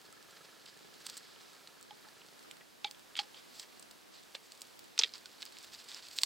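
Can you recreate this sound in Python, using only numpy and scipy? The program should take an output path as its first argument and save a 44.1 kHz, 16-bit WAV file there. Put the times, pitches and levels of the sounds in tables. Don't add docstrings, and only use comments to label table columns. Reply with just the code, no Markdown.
import sys
import numpy as np
from scipy import signal
from scipy.fft import rfft, irfft, next_fast_len
from scipy.io import wavfile
from scipy.ndimage import uniform_filter1d, map_coordinates

SR = 44100
rng = np.random.default_rng(int(sys.argv[2]) if len(sys.argv) > 2 else 0)


def unload_audio(sound):
    columns = np.transpose(np.atleast_2d(sound))
    steps = np.round(np.clip(columns, -1, 1) * 32767)
    wavfile.write(sys.argv[1], SR, steps.astype(np.int16))


def gain_from_db(level_db):
    decades = np.asarray(level_db, float) / 20
    return 10 ** decades


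N = 275625


def unit(x):
    return x / np.sqrt(np.mean(x ** 2) + 1e-20)


def crest(spectrum):
    x = irfft(spectrum)
    return x / np.abs(x).max()


def along(points, hz):
    f, v = np.transpose(points)
    return np.interp(np.log(hz + 1), np.log(f + 1), v)


def wobble(rate_hz):
    knots = rng.standard_normal(int(N * rate_hz / SR) + 4)
    return map_coordinates(knots, [np.arange(N) * rate_hz / SR])


def coloured(x, spectrum):
    size = next_fast_len(N + 8192)
    gain = gain_from_db(along(spectrum, np.fft.rfftfreq(size, 1 / SR)))
    return unit(irfft(rfft(x, size) * gain, size)[:N])


def gritty(grain_db):
    return gain_from_db(grain_db * wobble(900)) * rng.standard_normal(N)


def peak(f, hz, width_hz):
    return 1j * f * width_hz / (hz * hz - f * f + 1j * f * width_hz)


def add(out, s, sound):
    out[round(s * SR):][:len(sound)] += sound


def evened(spectrum):
    evening = 0.8
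    power = uniform_filter1d(np.abs(spectrum) ** 2, size=25) + 1e-9
    c = irfft(-evening / 2 * np.log(power))
    c[1:len(c) // 2] *= 2
    c[len(c) // 2 + 1:] = 0
    return spectrum * np.exp(rfft(c))


def snaps(rows):
    out, size = np.zeros(N + SR), 2048
    t, f = np.arange(size) / SR, np.fft.rfftfreq(size, 1 / SR)
    thin = (1j * f / (1300 + 1j * f)) ** 3
    for s, db, hz, body_db, thud_db, spit_db, air_db, t60 in rows:
        decay = gain_from_db(-60 * t / np.clip(t60, 0.002, 0.04))
        burst = rng.standard_normal(size) * decay * (1 - np.exp(-t / 0.00025))
        burst[6] = 3
        blow = evened(rfft(burst))
        dull = 1 / (1 + 1j * f / (hz + 4000)) ** 6
        body = peak(f, 0.9 * hz, 3700) ** 2 + 0.2 * peak(f, 0.5 * hz, 1600)
        ring = crest(blow * (peak(f, hz, 400) + gain_from_db(body_db) * body) * dull * thin)
        thud = crest(blow * peak(f, 970, 760) ** 2)
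        spit = crest(blow * peak(f, 7950, 1960) ** 2)
        air = crest(blow * (peak(f, 15200, 2400) ** 2 + 0.25 * peak(f, 11800, 1500) ** 2))
        snap = ring + gain_from_db(thud_db) * thud + gain_from_db(spit_db) * spit - gain_from_db(air_db) * air
        add(out, s - 0.0004, gain_from_db(db + 2) * snap)
    return out[:N]


def strokes(rows, spectrum):
    level = np.zeros(N + SR)
    for s, length, db in rows:
        swell = np.sin(np.linspace(0, np.pi, int(length * SR)))
        add(level, s, gain_from_db(db) * swell)
    return level[:N] * gain_from_db(1.5 * wobble(120)) * coloured(gritty(2.6), spectrum)


# f/Hz, level/dB per Hz
FRONT_SPECTRUM = [(15, -37), (25, -26), (166, -9), (217, -5), (309, -3.5), (531, -4), (734, -5), (1130, -6),
                  (1400, -8), (4030, -7.5), (16000, -19)]
# f/Hz, level/dB per Hz
FLANK_SPECTRUM = [(15, -53), (25, -27.5), (212, -5), (354, -4), (531, -8.5), (575, -7.5), (5000, -22.5),
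                  (11000, -37), (16000, -86)]


def forest():
    front = gain_from_db(5.5 + 0.58 * wobble(5.82)) * coloured(rng.standard_normal(N), FRONT_SPECTRUM)
    flank = gain_from_db(4.5 + 2.1 * wobble(6)) * coloured(rng.standard_normal(N), FLANK_SPECTRUM)
    return gain_from_db(-66.5) * np.array([front + flank, front - flank])


# t/s, fizz level/dB
BURN = [
    (0, -61),
    (1.29, -54),
    (1.74, -57.5),
    (2.28, -60),
    (2.92, -68),
    (3.45, -56.5),
    (3.92, -65),
    (5.1, -56),
    (5.45, -56.5),
    (6.25, -51),
]
# f/Hz, level/dB per Hz
SIZZLE_SPECTRUM = [(700, -8), (1300, 5.5), (1700, 6.5), (2300, -27), (3500, -53)]
# f/Hz, level/dB per Hz
BARK_SPECTRUM = [(100, -92), (300, -37), (1000, -8), (1700, -5), (2400, -6), (4700, 1.5), (6300, -10),
                 (7800, -7.5), (9800, -24.5), (16000, -28)]


def fire():
    fizz_db = np.interp(np.arange(N) / SR, *np.transpose(BURN))
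    sap_db = -75.5 - 0.26 * (fizz_db - fizz_db.mean())
    sizzle = gain_from_db(sap_db + 2.9 * wobble(25)) * coloured(gritty(0.95), SIZZLE_SPECTRUM)
    fizz = gain_from_db(fizz_db - 8 + 1.1 * wobble(13)) * coloured(gritty(3.2), BARK_SPECTRUM)
    size = gain_from_db(2 * rng.exponential(size=N).clip(0, 3)) * rng.standard_normal(N)
    specks = (rng.random(N) < 0.001) * size
    speck_spectrum = [(1000, -30), (4500, -4), (6000, -10), (8000, 4), (11000, -4), (15000, -9)]
    return sizzle + fizz + gain_from_db(-83) * coloured(specks, speck_spectrum)


# t/s, step level/dB
MOTOR = [
    (0, -53),
    (.4, -52),
    (1.2, -53),
    (2.0, -54),
    (2.62, -52),
]
# f/Hz, width/Hz, level/dB
HOUSING = [(162, 52, 3.5), (410, 82, 3)]
# f/Hz, width/Hz, level/dB
GEARS = [(1345, 270, 4.5), (1664, 175, 6)]


def motor():
    step_hz, rattle_t60_s = 25, 0.082
    at = np.arange(0.0075, MOTOR[-1][0], 1 / step_hz)
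    size = gain_from_db(np.interp(at, *np.transpose(MOTOR)) + rng.normal(0, 2.14, (2, len(at))))
    out, t = np.zeros(N + SR), np.arange(SR // 20) / SR
    f = np.fft.rfftfreq(len(t) - 1, 1 / SR)
    housing = sum(gain_from_db(db) * peak(f, hz, width) for hz, width, db in HOUSING)
    thump = crest(housing * (1j * f / (110 + 1j * f)) ** 2)
    gears = sum(gain_from_db(db) * peak(f, hz, width) ** 2 for hz, width, db in GEARS)
    for s, low, high in zip(at, *size):
        chatter = rfft(rng.standard_normal(len(t) - 1) * gain_from_db(-60 * t[1:] / rattle_t60_s))
        add(out, s, low * thump)
        add(out, s - 0.003, gain_from_db(-5) * high * crest(chatter * gears))
    return out[:N]


# t/s, peak/dB
TICKS = [(.0152, -50.5), (.227, -50), (.309, -52), (.6588, -47), (0.774, -48), (.9404, -48.5),
         (1.5332, -49), (1.9722, -55), (2.264, -49), (2.392, -49.5), (2.427, -53), (2.5698, -49),
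         (4.231, -52), (4.2359, -50), (4.5203, -41.5), (4.551, -49), (4.5764, -50), (5.181, -45),
         (5.3157, -50), (5.4115, -48), (5.5232, -50), (5.7347, -47), (5.748, -52), (5.842, -51),
         (5.8862, -45), (5.9258, -45), (6.0853, -44), (6.228, -40)]


def ticks():
    rows = []
    for s, db in TICKS:
        hz = 4480 * np.exp(0.049 * rng.standard_normal())
        t60 = 0.0078 * np.exp(0.5 * rng.standard_normal())
        rows.append((s, db, hz, -10.5, -38, -4, -14, t60))
    return snaps(rows)


# t/s, length/s, level/dB
PRESSES = [(.044, .03, -59.5), (.361, 0.016, -58), (.44, 0.021, -56), (.665, .047, -56), (1.185, 0.24, -65),
           (2.844, 0.037, -57), (3.162, 0.025, -47), (3.19, 0.015, -42), (3.202, 0.022, -47.5),
           (3.213, 0.051, -59.5), (4.113, 0.11, -58), (4.343, 0.022, -49), (5.035, 0.07, -55),
           (5.397, 0.045, -54)]
# t/s, length/s, level/dB, brightness/dB
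RUBS = [(0.993, .04, -64, 13.5), (1.045, 0.034, -50, 9), (1.08, 0.03, -50.5, 9.5), (1.09, 0.12, -55.5, 8),
        (1.166, 0.018, -62.5, 20), (1.395, 0.049, -64, 12.5), (3.34, 0.077, -60.5, 2),
        (3.52, 0.13, -60, 12.5), (3.6, .053, -61, 10), (3.725, .077, -64, 9), (4.42, .062, -67, 14),
        (4.5, 0.048, -63, 10), (4.995, 0.043, -45.5, 3), (5.13, 0.052, -51.5, 1), (5.444, 0.043, -56.5, 2),
        (5.493, 0.18, -61.5, 10), (5.625, 0.032, -56, 12), (5.66, .035, -60, 9), (5.712, .056, -52.5, 9),
        (5.773, 0.059, -55.5, 8), (5.873, 0.078, -50.5, 6), (5.934, 0.075, -51, 5.5), (6.018, 0.08, -53, 7),
        (6.092, .088, -59, 13.5), (6.156, 0.052, -62.5, 20), (6.203, 0.026, -64.5, 20)]


def rubs():
    body = strokes(PRESSES + [row[:3] for row in RUBS], BARK_SPECTRUM)
    bright = [(hz, db + 9 * np.log2(hz / 6000)) for hz, db in BARK_SPECTRUM]
    hiss_rows = [(s, length, db + 1.91 * bright_db - 22.5) for s, length, db, bright_db in RUBS]
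    return body + strokes(hiss_rows, bright)


# t/s, peak/dB, ring f/Hz, t60/s
POPS = [(0.054, -52, 4480, 0.0063), (0.3703, -50, 1510, 0.023), (.449, -58, 4520, 0.018),
        (1.3616, -46, 3060, .003), (1.9078, -44.5, 3170, 0.023), (2.2143, -49, 3040, .007),
        (2.217, -47.5, 2780, .015), (2.61, -48, 1630, 0.026), (3.3443, -46.5, 3200, 0.024),
        (3.638, -50, 1560, .013), (3.7258, -51.5, 2240, 0.0066), (4.3506, -30, 3450, .0066),
        (4.365, -51, 2220, .019), (4.6519, -51.5, 4540, .015), (5.1446, -45, 4690, 0.011),
        (5.166, -54, 4520, 0.0046), (5.3814, -51, 4220, .016), (5.645, -45, 3140, 0.0067)]


def pops():
    return snaps([(s, db, hz, -10.5, -11, -39.5, -49.5, t60) for s, db, hz, t60 in POPS])


# t/s, peak/dB, spit/dB, t60/s, air/dB
SPARKS = [(.127, -49.5, 5, 0.0027, -8), (1.0652, -39, 2, .012, -5), (1.0676, -30, -4.5, .0042, -14),
          (1.099, -33.5, -3.5, 0.0063, -12), (1.1691, -45, 4, .008, -5), (1.1762, -48, 8, 0.011, -2),
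          (1.812, -53, 8, .003, 0), (1.828, -45.5, 2, .003, -6), (2.5133, -45.5, 4, .005, -6),
          (2.9119, -33, -8, 0.004, -12), (2.995, -51, 0, .008, -8), (3.1692, -44, 6, 0.008, -15),
          (3.5963, -34.5, -9, 0.018, -17), (3.7963, -47.5, 5.5, .0074, -8), (3.8262, -46, 1, 0.012, -10),
          (3.9112, -45.5, -2, 0.013, -10), (4.6092, -51, 6, .0064, -2), (4.6183, -34, -3, 0.006, -8),
          (4.671, -53, 1, .004, -7), (4.793, -40, -7, 0.006, -3), (4.843, -50, 0, .004, -6),
          (5.122, -59, 3, .005, -5), (5.33, -56, -3, .004, 4), (5.4535, -39, -4, .006, -3),
          (5.5866, -41, -3, 0.004, -11), (5.629, -48, 2, 0.0057, -8), (6.1638, -42, -4, .009, -12),
          (6.219, -33, 0, 0.006, -14), (6.2355, -22, 1, 0.0061, -16)]


def sparks():
    rows = []
    for s, db, spit_db, t60, air_db in SPARKS:
        hz = 4800 * np.exp(0.024 * rng.standard_normal())
        rows.append((s, db, hz, -5, -24, spit_db, air_db, t60))
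    return snaps(rows)


# t/s, peak/dB, ring f/Hz, t60/s, broad body/dB
SPLITS = [(.663, -41.5, 3770, 0.0028, -10), (1.674, -40.5, 4240, 0.011, -10),
          (2.0864, -46, 4640, .015, -10), (2.2866, -45.5, 4600, .006, -10), (2.5121, -35, 3200, 0.008, -3),
          (4.9784, -28, 3600, .01, 2), (5.258, -36, 4560, 0.013, -10), (5.4212, -32, 4300, 0.006, -3),
          (5.4273, -32, 3900, 0.011, -8), (5.4632, -38, 4900, .006, -8), (5.5697, -39, 3300, 0.004, -4),
          (5.8945, -42, 4800, .015, -8), (5.9845, -45, 4500, .008, -4), (6.025, -45, 4330, .008, -8),
          (5.7418, -48, 4800, .021, -10), (5.917, -36.5, 3630, .0037, -10), (5.9461, -31, 5170, 0.005, -12),
          (6.1795, -39, 4570, 0.0078, -22), (6.1872, -17, 4180, 0.003, -12),
          (6.2152, -36, 4400, .0046, -14), (6.2344, -10.5, 4440, 0.003, -12),
          (6.2412, -38, 4440, .003, -10), (6.2438, -37, 4800, .003, -8)]


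def splits():
    return snaps([(s, db, hz, body_db, -33, -14.5, -24.5, t60) for s, db, hz, t60, body_db in SPLITS])


# t/s, peak/dB, f/Hz, t60/s
FLAKES = [(2.845, -31, 2300, .02), (2.852, -43, 2330, .07), (2.8462, -36, 1300, .014),
          (2.846, -42, 1750, .014), (2.846, -46, 420, .03), (4.9786, -34, 5600, .012),
          (4.9786, -36, 1500, .008), (6.1873, -20, 4200, .009), (6.219, -38, 4300, .01),
          (6.2355, -36, 11500, .012), (4.618, -48, 1900, .006), (1.674, -50, 1800, .008),
          (3.191, -33, 1250, .014), (4.992, -41, 905, .06), (4.993, -45, 457, .07),
          (4.3503, -40, 1680, .02), (4.3503, -45, 650, .012), (4.3555, -42, 4200, .015),
          (2.512, -47, 2120, .02), (3.1755, -40, 3350, .06), (3.1865, -40, 3200, .03),
          (3.1908, -24, 4600, .012), (5.0375, -29, 3450, .012), (5.0355, -30, 6100, .005),
          (5.0445, -28, 3480, .012), (5.0445, -36, 1900, .015), (5.138, -40, 5000, .02),
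          (5.256, -50, 1480, .03), (1.066, -51, 960, .025), (6.234, -27, 950, .007),
          (6.2343, -29, 2030, .008), (6.179, -38, 4550, .012), (5.4275, -41, 2800, .015),
          (5.428, -44, 5300, .015), (5.429, -47, 1700, .025)]


def flakes():
    out, t = np.zeros(N + SR), np.arange(SR // 10) / SR
    for s, db, hz, t60 in FLAKES:
        ring = gain_from_db(db - 60 * t / t60) * np.sin(2 * np.pi * hz * t)
        add(out, s, ring * (1 - np.exp(-t / 0.0007)))
    return out[:N]


# t/s, level/dB, pitch f/Hz, upper modes/dB
KNOCKS = [
    (1.908, -42, 838, -19),
    (2.068, -50, 850, -16),
    (2.845, -30.5, 829, -5),
    (3.191, -29.5, 822, -11),
]
# f/Hz, level/dB, t60/s
HOLLOW = [(827, -6, 0.1), (843, -6, 0.1), (2346, -12, 0.05), (3650, -6, 0.09), (3240, -11, 0.05),
          (3410, 2, 0.03), (4350, -12, 0.087)]


def knocks():
    out, t = np.zeros(N + SR), np.arange(SR // 5) / SR
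    for s, db, pitch_hz, upper_db in KNOCKS:
        ring = np.zeros(len(t))
        for hz, level_db, t60 in HOLLOW:
            chance_db = (hz > 1500) * (upper_db + rng.normal(0, 3))
            mode = np.sin(2 * np.pi * hz * pitch_hz / 834 * t)
            ring += gain_from_db(level_db + chance_db - 60 * t / t60) * mode
        add(out, s, gain_from_db(db) * ring * (1 - np.exp(-t / 0.003)))
    return out[:N]


# t/s, peak/dB, ring f/Hz, t60/s, broad body/dB
CRACKS = [(2.8451, -23.5, 3500, 0.003, -14), (2.8470, -24, 3700, .007, -14), (2.869, -44, 3300, .008, -12),
          (2.947, -48, 3250, .011, -10), (3.1543, -33, 3150, 0.006, -20), (3.1654, -35, 3300, .016, -12),
          (3.1908, -22, 3250, 0.006, -18), (3.1915, -19, 3200, .008, -18), (3.1945, -30, 4300, .03, -8),
          (3.2075, -40, 4400, .02, -12), (3.216, -41, 4200, .008, -8), (4.9903, -14, 6000, .004, -8),
          (4.9911, -14, 6200, .004, -10), (4.9927, -12, 4900, .004, -12), (4.9948, -15, 5470, .0075, -14),
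          (4.9968, -20, 4400, 0.012, -8), (5.0134, -26, 3480, 0.013, -6), (5.022, -27, 3450, .008, -12),
          (5.0352, -19, 3600, .004, -20), (5.036, -14, 3550, 0.0065, -18), (5.044, -24, 3500, 0.008, -8),
          (5.0497, -34, 3400, .008, -12), (5.061, -42, 3700, .008, -16), (5.0927, -44, 4310, .008, -10),
          (5.1378, -33, 5000, 0.015, -14), (6.1123, -43, 4650, .014, -10)]


def cracks():
    return snaps([(s, db, hz, body_db, -29, -39, -49, t60) for s, db, hz, t60, body_db in CRACKS])


# t/s, length/s, level/dB
CREAKS = [
    (2.848, 0.046, -52),
    (3.16, 0.039, -44.5),
    (3.188, 0.019, -39.5),
    (3.209, 0.014, -54),
    (3.34, 0.069, -59),
    (5.0, 0.026, -53),
    (5.046, 0.026, -51),
]
# f/Hz, level/dB per Hz
CREAK_SPECTRUM = [(700, -60), (1800, -21), (2300, -7), (2750, -21), (3300, 1), (3950, -16), (4600, -8),
                  (6500, -44)]


def creaks():
    return strokes(CREAKS, CREAK_SPECTRUM)


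# t/s, length/s, level/dB
THUMPS = [
    (4.347, 0.012, -56),
    (4.99, 0.025, -53),
    (5.03, 0.036, -59),
]
# f/Hz, level/dB per Hz
FLEX_SPECTRUM = [(100, -46), (300, -8.5), (450, 5), (700, -2), (1500, -39), (4000, -90)]


def thumps():
    return strokes(THUMPS, FLEX_SPECTRUM)


# t/s, length/s, level/dB
SHUFFLE = [
    (5.55, 0.32, -83),
    (5.85, 0.61, -84),
]
# f/Hz, level/dB per Hz
EARTH_SPECTRUM = [(15, -30), (40, -7), (90, -1), (160, -10), (400, -70)]


def shuffle():
    return strokes(SHUFFLE, EARTH_SPECTRUM)


# f/Hz, t60/s
GROUND = [(500, 0.066), (3000, 0.026), (10000, 0.054)]


def scatter(x):
    out, hop = np.zeros((2, N + SR)), SR // 4
    for start in range(0, N, hop):
        hz, t, z = signal.stft(rng.standard_normal((2, SR // 6)), SR, nperseg=128)
        decay = gain_from_db(-60 * t / along(GROUND, hz)[:, None])
        mid, side = signal.istft(z * decay, SR, nperseg=128)[1]
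        tail = mid + 0.44 * side * np.array([[1], [-1]])
        tail = tail / np.linalg.norm(tail[0])
        answer = signal.fftconvolve(x[None, start:start + hop], tail, axes=1)
        out[:, start + 60:][:, :answer.shape[1]] += answer
    return out[:, :N]


def scene():
    hits = ticks() + pops() + sparks() + splits() + flakes() + cracks()
    hands = rubs() + knocks() + creaks() + thumps() + shuffle()
    near = hits + hands + fire() + motor() + gain_from_db(-9.5) * scatter(hits)
    lowpass = signal.butter(2, 9000, fs=SR, output="sos")
    lean = signal.sosfiltfilt(lowpass, near.mean(0))
    return near + 0.14 * lean * np.array([[-1], [1]]) + forest() * gain_from_db([[-0.6], [0.6]])


def top_cut(x):
    return signal.sosfilt(signal.butter(12, 16660, fs=SR, output="sos"), x)


def record(dry):
    f, spectrum = np.fft.rfftfreq(N, 1 / SR), rfft(dry)
    top = irfft(spectrum * (f >= 15850) * (f < 16500), N)
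    level = np.sqrt(np.abs(uniform_filter1d((top ** 2).mean(0), size=300)))
    kept = np.clip(0.25 * (level / np.median(level) - 3), gain_from_db(-22), 1)
    mix = irfft(spectrum * (f < 15850), N) + kept * top
    return top_cut(mix)


dry = scene()
out = record(dry)
unload_audio(out)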